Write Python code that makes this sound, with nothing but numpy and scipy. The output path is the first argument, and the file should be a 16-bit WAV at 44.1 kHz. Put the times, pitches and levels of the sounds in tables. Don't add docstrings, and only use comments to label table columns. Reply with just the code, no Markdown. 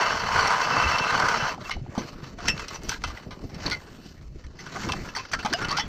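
import sys
import numpy as np
from scipy import signal
from scipy.io import wavfile
from scipy.ndimage import uniform_filter1d

SR = 44100
rng = np.random.default_rng(int(sys.argv[2]) if len(sys.argv) > 2 else 0)


def natural_amplitude(level_db):
    exponent = np.asarray(level_db, float) / 20
    return 10 ** exponent


def log_audio(samples):
    frames = np.atleast_2d(samples).T
    limited = np.clip(frames, -1, 1)
    pcm = np.round(limited * 32767).astype(np.int16)
    wavfile.write(sys.argv[1], SR, pcm)


N = 259296

# t/s, pressure as sheet level/dB, singing blade level/dB
DRILLING = [
    (0.02, -24.5, -38),
    (0.2, -28, -45.5),
    (0.4, -24, -48),
    (0.55, -25, -46.5),
    (0.85, -25, -35.5),
    (1.03, -24.5, -35),
    (1.15, -24.5, -49),
    (1.36, -26, -50),
    (1.5, -29.5, -38),
]
# t/s, peak/dB, chip pitch f/Hz, steel share/dB, steel pitch f/Hz
SNAPS = [(0.072, -28, 980, -23, 2660), (0.473, -10.5, 1240, -5, 5330), (0.614, -8, 980, -10, 2860),
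         (0.814, -12, 1420, -40, 2580), (0.984, -13, 875, 0, 3200), (1.198, -7.5, 1130, -12, 4720),
         (1.285, -13, 1500, -4, 4500), (1.695, -16.5, 1070, -23, 6030), (2.483, -12, 1970, 4.5, 6100),
         (2.576, -21.5, 1500, -4.5, 2870), (2.757, -25, 880, -5, 6000), (2.893, -15.5, 1500, -1.5, 6000),
         (3.172, -22, 2000, -16, 3000), (3.545, -35.5, 900, 4, 5500), (3.662, -15, 2250, 2, 4360),
         (4.211, -41, 590, -9, 3870), (4.465, -49.5, 607, 10, 5630), (4.933, -14, 790, -16, 2520),
         (5.25, -23.5, 1560, -8, 3770), (5.645, -18.5, 1620, -1.5, 2750)]
CRUNCHES = [(1.609, -24, 603, -9.5, 4280), (1.651, -25.5, 674, -6, 2700), (1.639, -28, 1670, -12, 4500),
            (1.928, -34, 1150, -29, 2900), (2.017, -22.5, 1650, -14, 3150), (2.594, -18, 1233, -8.5, 2570),
            (2.682, -34, 1500, 8.5, 5540), (2.916, -13, 1560, -22, 3630), (3.038, -13, 1346, -6, 3740),
            (3.1, -22, 1170, -15, 5830), (3.493, -33.5, 820, -6.5, 5500), (3.602, -36, 600, 3, 2300),
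            (4.44, -34, 1810, -13, 5700), (4.665, -19, 1500, -15, 2590), (4.888, -12, 1023, -12, 2560),
            (4.919, -31, 746, 10.5, 2830), (5.163, -12.5, 1190, -7.5, 4500), (5.333, -8, 1780, -10.5, 4370),
            (5.389, -18, 1450, -7.5, 2570), (5.427, -22.5, 1730, -10, 4500),
            (5.527, -8.5, 1570, -8.5, 4770), (5.594, -25, 1500, -26, 2680), (5.685, -27.5, 860, 7.5, 4500),
            (5.795, -12.5, 1970, -3.5, 3180)]
CRUSHES = [(1.708, -14.5, 2134, -4.5, 2870), (1.953, -21, 910, -17, 3330), (1.979, -21, 1044, -6, 6200),
           (2.385, -22.5, 696, -14, 2820), (2.441, -21.5, 1055, -23, 2760), (2.48, -11.5, 1770, -10, 3070),
           (2.84, -37, 620, 1, 5800), (2.938, -21.5, 1560, -10, 4030), (3.07, -28.5, 1110, -4, 6110),
           (3.308, -24, 1210, -10.5, 2420), (3.711, -13.5, 2090, -1.5, 4280),
           (4.588, -31, 1980, -4.5, 6100), (4.721, -29.5, 1230, -3, 4200), (4.752, -14, 774, -34, 4660),
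           (4.835, -21, 2160, -13, 2620), (5.047, -21, 1286, -22, 2820), (5.081, -22.5, 1676, -7, 2760),
           (5.15, -16.5, 1910, -8, 6010), (5.184, -21, 1040, -2.5, 2450), (5.316, -27, 1510, 1, 6060),
           (5.449, -8.5, 864, -12.5, 2420), (5.617, -16.5, 1650, -11, 5500), (5.705, -12.5, 1140, -4, 4250),
           (5.769, -13.5, 1420, -0.5, 5030)]
# t/s, peak/dB, pitch f/Hz
TICKS = [(1.545, -28, 703), (1.578, -34, 716), (1.696, -17, 1150), (1.714, -15, 2180), (1.766, -36, 805),
         (1.796, -43, 818), (1.952, -26, 896), (1.979, -26, 980), (2.404, -26, 1250), (2.441, -29, 1220),
         (2.456, -19, 1000), (2.492, -16.5, 2680), (2.502, -17, 2660), (2.577, -25, 1520),
         (2.595, -21, 1160), (2.683, -22, 5500), (2.711, -33, 1170), (2.76, -26, 861), (2.792, -40, 818),
         (2.834, -27, 6370), (2.888, -19, 6030), (2.893, -8.5, 5650), (2.917, -17, 1580),
         (2.945, -22, 1560), (3.019, -29.5, 2130), (3.039, -15, 1250), (3.046, -26, 1230),
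         (3.076, -29, 1130), (3.601, -34, 1820), (3.679, -19, 1020), (3.699, -17, 4350), (4.749, -29, 727),
         (4.762, -21, 1470), (4.834, -22, 2130), (4.921, -11, 2840), (5.315, -25, 1460), (5.335, -14, 2030),
         (5.393, -24, 1460), (5.449, -16.5, 870), (5.461, -13, 780), (5.471, -27, 807), (5.536, -4, 1590),
         (5.625, -23, 1570), (5.652, -18, 1610), (5.685, -24, 4530), (5.715, -15, 4590), (5.727, -15, 1200),
         (5.768, -17, 1400), (5.785, -11, 861), (5.802, -25, 1030)]
# t/s, f/Hz, level/dB, length/s, glide/octaves
PINGS = [(1.7, 900, -38, 0.004, -0.16), (1.579, 900, -35.5, 0.0036, -0.42),
         (1.765, 944, -38, 0.0049, -0.53), (1.863, 890, -39, 0.0026, -0.3),
         (1.975, 1014, -26.5, 0.00607, -1), (2.482, 5460, -24, 0.012, -0.0075),
         (5.795, 5440, -33.5, 0.0091, .001), (2.479, 2680, -23, 0.016, -.005),
         (2.803, 2150, -54.5, 0.031, .01), (3.724, 2150, -27.5, 0.013, -0.048),
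         (3.716, 1490, -29.5, 0.01, -0.044), (4.357, 390, -42, 0.0056, -0.31),
         (5.6, 1200, -47, 0.0336, 0.37), (5.358, 1325, -35, 0.0085, 0.018),
         (5.455, 710, -34.5, 0.0125, -0.17), (5.541, 645, -25.5, 0.0088, 0.16),
         (5.608, 1400, -30.5, 0.025, 0.033), (5.706, 1048, -31.5, 0.042, 0.64),
         (5.787, 820, -28.5, 0.01, 0.1), (5.335, 1600, -28.5, 0.0088, .001),
         (5.536, 2900, -27, 0.0074, .001), (5.801, 3450, -35, 0.015, -.03),
         (5.534, 5000, -27.5, 0.007, .001), (5.533, 1600, -24, 0.0063, -0.028),
         (5.395, 2700, -42, .012, .001), (5.59, 1520, -38, 0.017, .02), (2.63, 2500, -47, .012, 0.056),
         (2.745, 5900, -38, .008, 0.31), (2.49, 7500, -41, 0.0066, 0.34), (2.485, 1900, -33, 0.01, .001),
         (5.713, 4500, -31, 0.0045, .001), (2.474, 5450, -30, 0.0068, .001)]
# t/s, peak/dB, bright above peak/dB, dust above peak/dB, slide time/s
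SLIDES = [(1.515, -33.5, -6.5, -23, 0.031), (1.678, -41, -3.5, -17, 0.051), (1.97, -44, -6.5, -26, 0.074),
          (2.08, -49, 1.5, -13, 0.1), (2.256, -45.5, -2.5, -20, 0.08), (2.461, -35, 1.5, -37, 0.036),
          (2.6, -41, -2, -21, 0.078), (2.73, -42, 0, -15, 0.056), (2.85, -47, 1, -10, 0.032),
          (2.916, -43.5, 9, -5, 0.033), (3.08, -44.5, 2.5, -18, 0.046), (3.17, -45.5, -1, -14, 0.07),
          (3.55, -55.5, -0.5, -12, 0.44), (3.674, -36, -2.5, -32, 0.065), (3.9, -54.5, -1, -7.5, 0.24),
          (4.07, -61, 12, -5, 0.063), (4.41, -58.5, 1, -31, 0.052), (4.63, -52.5, 1, -20, 0.053),
          (4.86, -37.5, -0.5, -22, 0.13), (4.98, -49, -4, -11, 0.15), (5.18, -43.5, -5, -39, 0.079),
          (5.6, -43.5, 0, -21, 0.28), (5.74, -37, -10, -50, 0.16)]
# t/s, deep swell/dB, firm part above it/dB, swell time/s
RUSTLES = [(0.0, -24, -1, 0.015), (0.15, -39, -6, 0.18), (0.36, -36.5, -2, 0.1), (0.62, -56.5, 16.5, 0.75),
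           (0.86, -37, -0.5, 0.099), (1.25, -47, 9, 0.32), (1.45, -42, 3, 0.034), (1.78, -38, -8, 0.1),
           (2.0, -55.5, 17, 0.082), (2.27, -53, 8.5, 0.18), (2.5, -33, -5, 0.096), (2.86, -40, 0, 0.099),
           (3.09, -37, -8, 0.054), (3.66, -40, 3.5, 0.12), (3.98, -52.5, 8, 0.11), (4.29, -38.5, -25, 0.11),
           (4.46, -38, -36, 0.037), (4.88, -42.5, 8.5, 0.15), (4.96, -41.5, -21, 0.12),
           (5.361, -42.5, -0.5, 0.028), (5.53, -53.5, 14, 0.09), (5.64, -40.5, 3.5, 0.11),
           (5.76, -44.5, 6.5, 0.089), (5.88, -38, -17, 0.042), (3.42, -41, 1, 0.072), (3.3, -54, 11.5, 0.1)]
# t/s, peak/dB, f/Hz
THUMPS = [(0.354, -30, 91.4), (0.844, -26.5, 75), (1.409, -29.5, 138), (1.751, -28.5, 76),
          (1.799, -28.5, 127), (1.962, -19.5, 226), (2.215, -34.5, 135), (2.468, -32.5, 212),
          (2.516, -33, 129), (2.836, -39, 56.5), (2.968, -35.5, 48.3), (3.06, -36, 66), (3.549, -32, 167),
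          (4.239, -37.5, 59.3), (4.277, -48, 74.5), (4.432, -36, 66.4), (4.828, -29.5, 185),
          (5.433, -26, 220), (5.507, -26.5, 310), (5.622, -34, 162)]
# f/Hz, width/Hz, level/dB
ICE_MODES = [(437, 48, -8), (637, 290, -8.5), (1000, 149, 0), (1230, 104, 0.5), (1500, 146, -1),
             (1740, 240, -7.5), (2043, 310, -9)]
# f/Hz, width/Hz, level/dB
STEEL_MODES = [(2030, 35, -9), (2480, 35, -12), (2668, 26, -3), (2970, 50, -5), (3090, 25, -8),
               (4030, 200, -13), (4500, 120, -7), (4980, 40, -14), (5440, 80, -11), (5725, 35, -14),
               (5880, 45, -10), (6130, 90, -19), (6400, 60, -21), (7500, 60, -28)]
# f/Hz, density/dB
SCRAPE_SPECTRUM = [(1700, 24), (2150, -3.5), (2900, 22.5), (3500, -13), (4400, 12.5), (5200, 10),
                   (5900, 14.5), (6500, -14), (7200, -48), (8500, -57), (10500, -49), (12000, -70)]
# f/Hz, density/dB
CHIP_SPECTRUM = [(280, -36), (400, 0), (800, -1), (1450, 2), (2300, -4), (3300, -6.5), (4300, -3.5),
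                 (5700, -0.5), (6600, -7), (7500, -26), (9700, -44)]
# f/Hz, density/dB
RUMBLE_SPECTRUM = [(12, -20), (20, -2), (54, -6.5), (168, -6), (353, -12.5), (528, -19.5), (700, -22.5),
                   (910, -46), (1540, -120)]

FRACTURES_PER_S = 7000
BLADE_HZ, BLADE_WIDTH_HZ = 2668, 26
TURN_S, HEAVIEST_S, TURN_DB = 0.394, 0.41, 1.5
STOP_DB_PER_S = 746
STEEL_DB, STEEL_PER_PRESSURE, STEEL_PER_BLADE = -35.5, 0.37, 0.051
BLADE_DB, DRILL_DUST_DB = 2, -61.5
SNAP_S, CRUNCH_S, CRUSH_S = 0.0062, 0.014, 0.025
FIRST_CRACK, ONSET_SHARE, FADE_POWER = 8.6, 0.71, 1.85
NEAR_MODE_DB = 15
SPLINTER_DB, SPLINTER_SLOPE, SPLINTER_DB_PER_OCTAVE = -29, 1.5, 28
TICK_S, TICK_WIDTH, TICK_BARE = 0.002, 0.19, 0.52
SWELL_ROUNDNESS = 1.25
REST_DULL_DB, REST_BRIGHT_DB, REST_DUST_DB = -70.5, -66, -92
STILL_DEEP_DB, STILL_BODY_DB = -51.5, -52.5


def grind():
    pressure_db, free_db, halt_db = drilling()
    ice_db = pressure_db + halt_db
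    blade_db = BLADE_DB + free_db + halt_db
    steel_db = STEEL_DB + STEEL_PER_PRESSURE * (pressure_db + 26) + STEEL_PER_BLADE * (free_db + 36.5) + halt_db
    waves = natural_amplitude(1.3 * drift(70) + 0.2 * drift(20))
    bite, chatter, shave = fractures(spread_db=2.6, size=(3, N)) * waves
    ice_wander = [0.9 * drift(10) for mode in ICE_MODES]
    steel_wander = [2.5 * drift(10) for mode in STEEL_MODES]
    ice = body(bite, ICE_MODES, ice_wander)
    scrape = coloured(shave, SCRAPE_SPECTRUM, patchy_db=1.2)
    steel_extra = [w - 7 * (hz == BLADE_HZ) for w, (hz, *_) in zip(steel_wander, STEEL_MODES)]
    rings = played(lambda x: body(x, STEEL_MODES, steel_extra), chatter, steel_db - 0.5)
    sing_db = blade_db - 0.5 + 0.24 * steel_wander[2] + 2.8 * drift(25)
    blade = played(lambda x: resonate(resonate(x, BLADE_HZ, BLADE_WIDTH_HZ), BLADE_HZ, 120),
                   chatter[::-1], sing_db)
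    return at_level(ice, ice_db + 0.7) + rings + blade + at_level(scrape, steel_db - 2.5)


def drilling():
    t = np.arange(N) / SR
    s, pressure, free = np.transpose(DRILLING)
    turn_db = TURN_DB * np.cos(2 * np.pi * (t - HEAVIEST_S) / TURN_S)
    halt_db = -STOP_DB_PER_S * (t - s[-1]).clip(0, 1)
    return np.interp(t, s, pressure) + turn_db, np.interp(t, s, free), halt_db


def breaking_ice():
    s, db, chip_hz, share_db, hz = np.transpose(SNAPS + CRUNCHES + CRUSHES)[:, :, None]
    counts = [len(SNAPS), len(CRUNCHES), len(CRUSHES)]
    length = np.repeat([SNAP_S, CRUNCH_S, CRUSH_S], counts)[:, None]
    t = np.arange(5000) / SR
    cracks = fractures(spread_db=3, size=(len(s), len(t))) + FIRST_CRACK * (t == 0)
    fade = np.exp(-(t / length) ** FADE_POWER) + 0.16 * np.exp(-t / (1.75 * length))
    bursts = cracks * fade * np.minimum(1, ONSET_SHARE + t / (0.35 * length))

    chips = np.array([resonate(b, f, 0.064 * f) for b, f in zip(bursts, chip_hz[:, 0])])
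    chips = chips + 0.45 * body(bursts, ICE_MODES)
    octaves_off = np.log2(np.array(STEEL_MODES)[:, 0] / hz)
    near_db = NEAR_MODE_DB * np.exp(-(octaves_off / 0.096) ** 2)
    near_db = near_db + rng.normal(0, 3.2, near_db.shape)
    steel = body(bursts, STEEL_MODES, near_db.T[:, :, None]) + 0.057 * coloured(bursts, SCRAPE_SPECTRUM)
    splinters = band_pass(bursts * np.exp(-t / (0.52 * length)), 2, 6500, 10000)
    splinter_db = SPLINTER_SLOPE * share_db + SPLINTER_DB + SPLINTER_DB_PER_OCTAVE * np.log2(hz / 4000)
    mix = natural_amplitude(-5.5) * unit_peak(chips) + natural_amplitude(share_db) * unit_peak(steel)
    mix = mix + natural_amplitude(splinter_db) * unit_peak(splinters)
    return lay(s[:, 0], natural_amplitude(db - 3) * mix)


def ticks():
    s, db, hz = np.transpose(TICKS)[:, :, None]
    t = np.arange(1500) / SR
    cracks = (rng.standard_normal((len(s), len(t))) + 3.6 * (t == 0)) * np.exp(-t / TICK_S)
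    rung = np.array([resonate(c, f, TICK_WIDTH * f) for c, f in zip(cracks, hz[:, 0])])
    bare = coloured(cracks, CHIP_SPECTRUM)
    return lay(s[:, 0], natural_amplitude(db - 5.5) * (unit_peak(rung) + TICK_BARE * unit_peak(bare)))


def pings():
    s, hz, db, length, glide = np.transpose(PINGS)[:, :, None]
    t = np.arange(6000) / SR
    glide = np.where(hz > 1800, glide.clip(-0.05, 0.01), glide)
    pitch_hz = hz * 2 ** (glide * np.minimum(t / length / 2, 1.5))
    phase = 2 * np.pi * np.cumsum(pitch_hz, axis=1) / SR
    beats = uniform_filter1d(rng.standard_normal((len(s), len(t))), size=110)
    rough = 1 + 5.4 * np.minimum(hz / 2600, 1) ** 2 * beats
    envelope = (t / length) ** 0.63 * np.exp(-t / length)
    return lay(s[:, 0], natural_amplitude(db + 8.5) * rough * np.sin(phase) * envelope)


def sliding_chips():
    dull_db, bright_db, dust_db = sliding()
    grit, chatter = fractures(spread_db=1.5, size=(2, N)) * natural_amplitude(2.3 * drift(36))
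    dull, bright = split(coloured(grit, CHIP_SPECTRUM, patchy_db=3), 2300)
    rings = played(lambda x: body(x, STEEL_MODES), chatter, bright_db - 7)
    dust = band_pass(grit, 2, 6800, 9500)
    chips = at_level(dull, dull_db + 0.9) + at_level(bright, bright_db - 4.4)
    return chips + rings + at_level(dust, dust_db - 8)


def sliding():
    s, db, bright_db, dust_db, length = np.transpose(SLIDES)
    dull, bright, dust = swells(s, length, db, db + bright_db, db + dust_db)
    drill_dust = DRILL_DUST_DB + drilling()[2]
    return over(REST_DULL_DB, dull), over(REST_BRIGHT_DB, bright), over(over(REST_DUST_DB, dust), drill_dust)


def rumble():
    noise = coloured(rng.standard_normal(N), RUMBLE_SPECTRUM) * natural_amplitude(3.4 * drift(29.3))
    deep, firm = split(noise, 110)
    s, db, firm_db, length = np.transpose(RUSTLES)
    deep_db, body_db = swells(s, length, db, db + firm_db)
    deep = at_level(deep, over(STILL_DEEP_DB, deep_db) + 0.5)
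    firm = at_level(firm, over(STILL_BODY_DB, body_db) + 0.5)
    s, db, hz = np.transpose(THUMPS)[:, :, None]
    t = np.arange(4000) / SR
    pushes = -natural_amplitude(db + 3.5) * np.sin(2 * np.pi * hz * t) * np.exp(-t * hz / 2.1)
    return deep + firm + lay(s[:, 0] + 0.01594, pushes)


def top_hiss(near):
    bright = band_pass(near, 2, 6800, 10000)
    bed = natural_amplitude(sliding()[2] - 9.5 + 2.2 * drift(25))
    level = bed + natural_amplitude(-15.5) * np.sqrt(uniform_filter1d(bright ** 2, size=40).clip(0))
    band = band_pass(rng.standard_normal((2, N)), 7, 11900, 15300)
    band = low_pass(band, 1, 9000)
    balance_db = np.array([[0.6], [-0.6]])
    return level * at_level(band, balance_db)


def fractures(spread_db, size):
    strength = natural_amplitude(spread_db * np.minimum(rng.exponential(1, size), 5)) * rng.standard_normal(size)
    cracks = strength * (rng.random(size) < FRACTURES_PER_S / SR)
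    return cracks / rms(cracks)


def resonate(x, hz, width):
    r = np.exp(-np.pi * width / SR)
    poles = [1, -2 * r * np.cos(2 * np.pi * hz / SR), r * r]
    return signal.lfilter([(1 - r * r) / 2, 0, (r * r - 1) / 2], poles, x + 1e-18)


def body(x, modes, extra_db=None):
    if extra_db is None:
        extra_db = np.zeros(len(modes))
    out = 0
    for k, ((hz, width, db), more) in enumerate(zip(modes, extra_db)):
        out = out + (-1) ** k * natural_amplitude(db + more) * resonate(x, hz, width)
    return out


def played(filt, drive, level_db):
    return filt(drive * natural_amplitude(level_db)) / rms(filt(drive))


def coloured(x, spectrum, patchy_db=0):
    hz, db = np.transpose(spectrum)
    edges = hz[0] * 2 ** np.arange(0, np.log2(hz[-1] / hz[0]), 1 / 3)
    levels_db = np.interp(np.log(edges[:-1] * edges[1:]) / 2, np.log(hz), db)
    out = 0
    for k, (low, high, level_db) in enumerate(zip(edges, edges[1:], levels_db)):
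        if patchy_db:
            level_db = level_db + patchy_db * drift(4.9)
        out = out + (-1) ** k * natural_amplitude(level_db) * band_pass(x, 2, low, high)
    return out


def drift(rate):
    r = np.exp(-40 * np.pi * rate / SR)
    slow = signal.lfilter([1], [1, -2 * r, r * r], rng.standard_normal(N // 20 + 3002))[3000:]
    return np.interp(np.arange(N) / 20, np.arange(len(slow)), slow / rms(slow))


def swells(s, length, *levels_db):
    steps = np.arange(0, N + 64, 64)
    distance = np.abs(steps / SR - s[:, None]) / length[:, None].clip(0.005)
    shape = np.exp(-2 * distance ** SWELL_ROUNDNESS)
    curves = [10 * np.log10(natural_amplitude(db) ** 2 @ shape + 1e-20) for db in levels_db]
    return [np.interp(np.arange(N), steps, curve) for curve in curves]


def over(floor_db, level_db):
    return 10 * np.log10(natural_amplitude(floor_db) ** 2 + natural_amplitude(level_db) ** 2)


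def lay(times, sounds):
    out = np.zeros(N + len(sounds[0]))
    for s, sound in zip(times, sounds):
        out[round(s * SR):][:len(sound)] += sound
    return out[:N]


def rms(x):
    return np.sqrt(np.mean(x ** 2) + 1e-20)


def at_level(x, db):
    return natural_amplitude(db) * x / rms(x)


def unit_peak(x):
    return x / np.abs(x).max(axis=1, keepdims=True)


def band_pass(x, order, low_hz, high_hz):
    return signal.sosfilt(signal.butter(order, [low_hz, high_hz], "band", fs=SR, output="sos"), x)


def low_pass(x, order, hz):
    return signal.sosfilt(signal.butter(order, hz, fs=SR, output="sos"), x)


def split(x, hz):
    return low_pass(x, 3, hz), signal.sosfilt(signal.butter(3, hz, "high", fs=SR, output="sos"), x)


def scene():
    near = grind() + sliding_chips() + breaking_ice() + pings()
    sharp = ticks()
    housed = low_pass(near + sharp, 9, 9000)
    return housed + rumble() + top_hiss(near + 1.1 * sharp)


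def band_limit(x):
    return signal.sosfilt(signal.butter(12, 15830, fs=SR, output="sos"), x)


def record(dry):
    slack = natural_amplitude(-30) * np.abs(dry) * rng.standard_normal(N) * [[1], [-1]]
    slack = low_pass(slack, 4, 6500)
    dry = signal.sosfilt(signal.cheby2(10, 50, 16000, fs=SR, output="sos"), dry)
    return band_limit(dry + slack)


dry = scene()
out = record(dry)
log_audio(out)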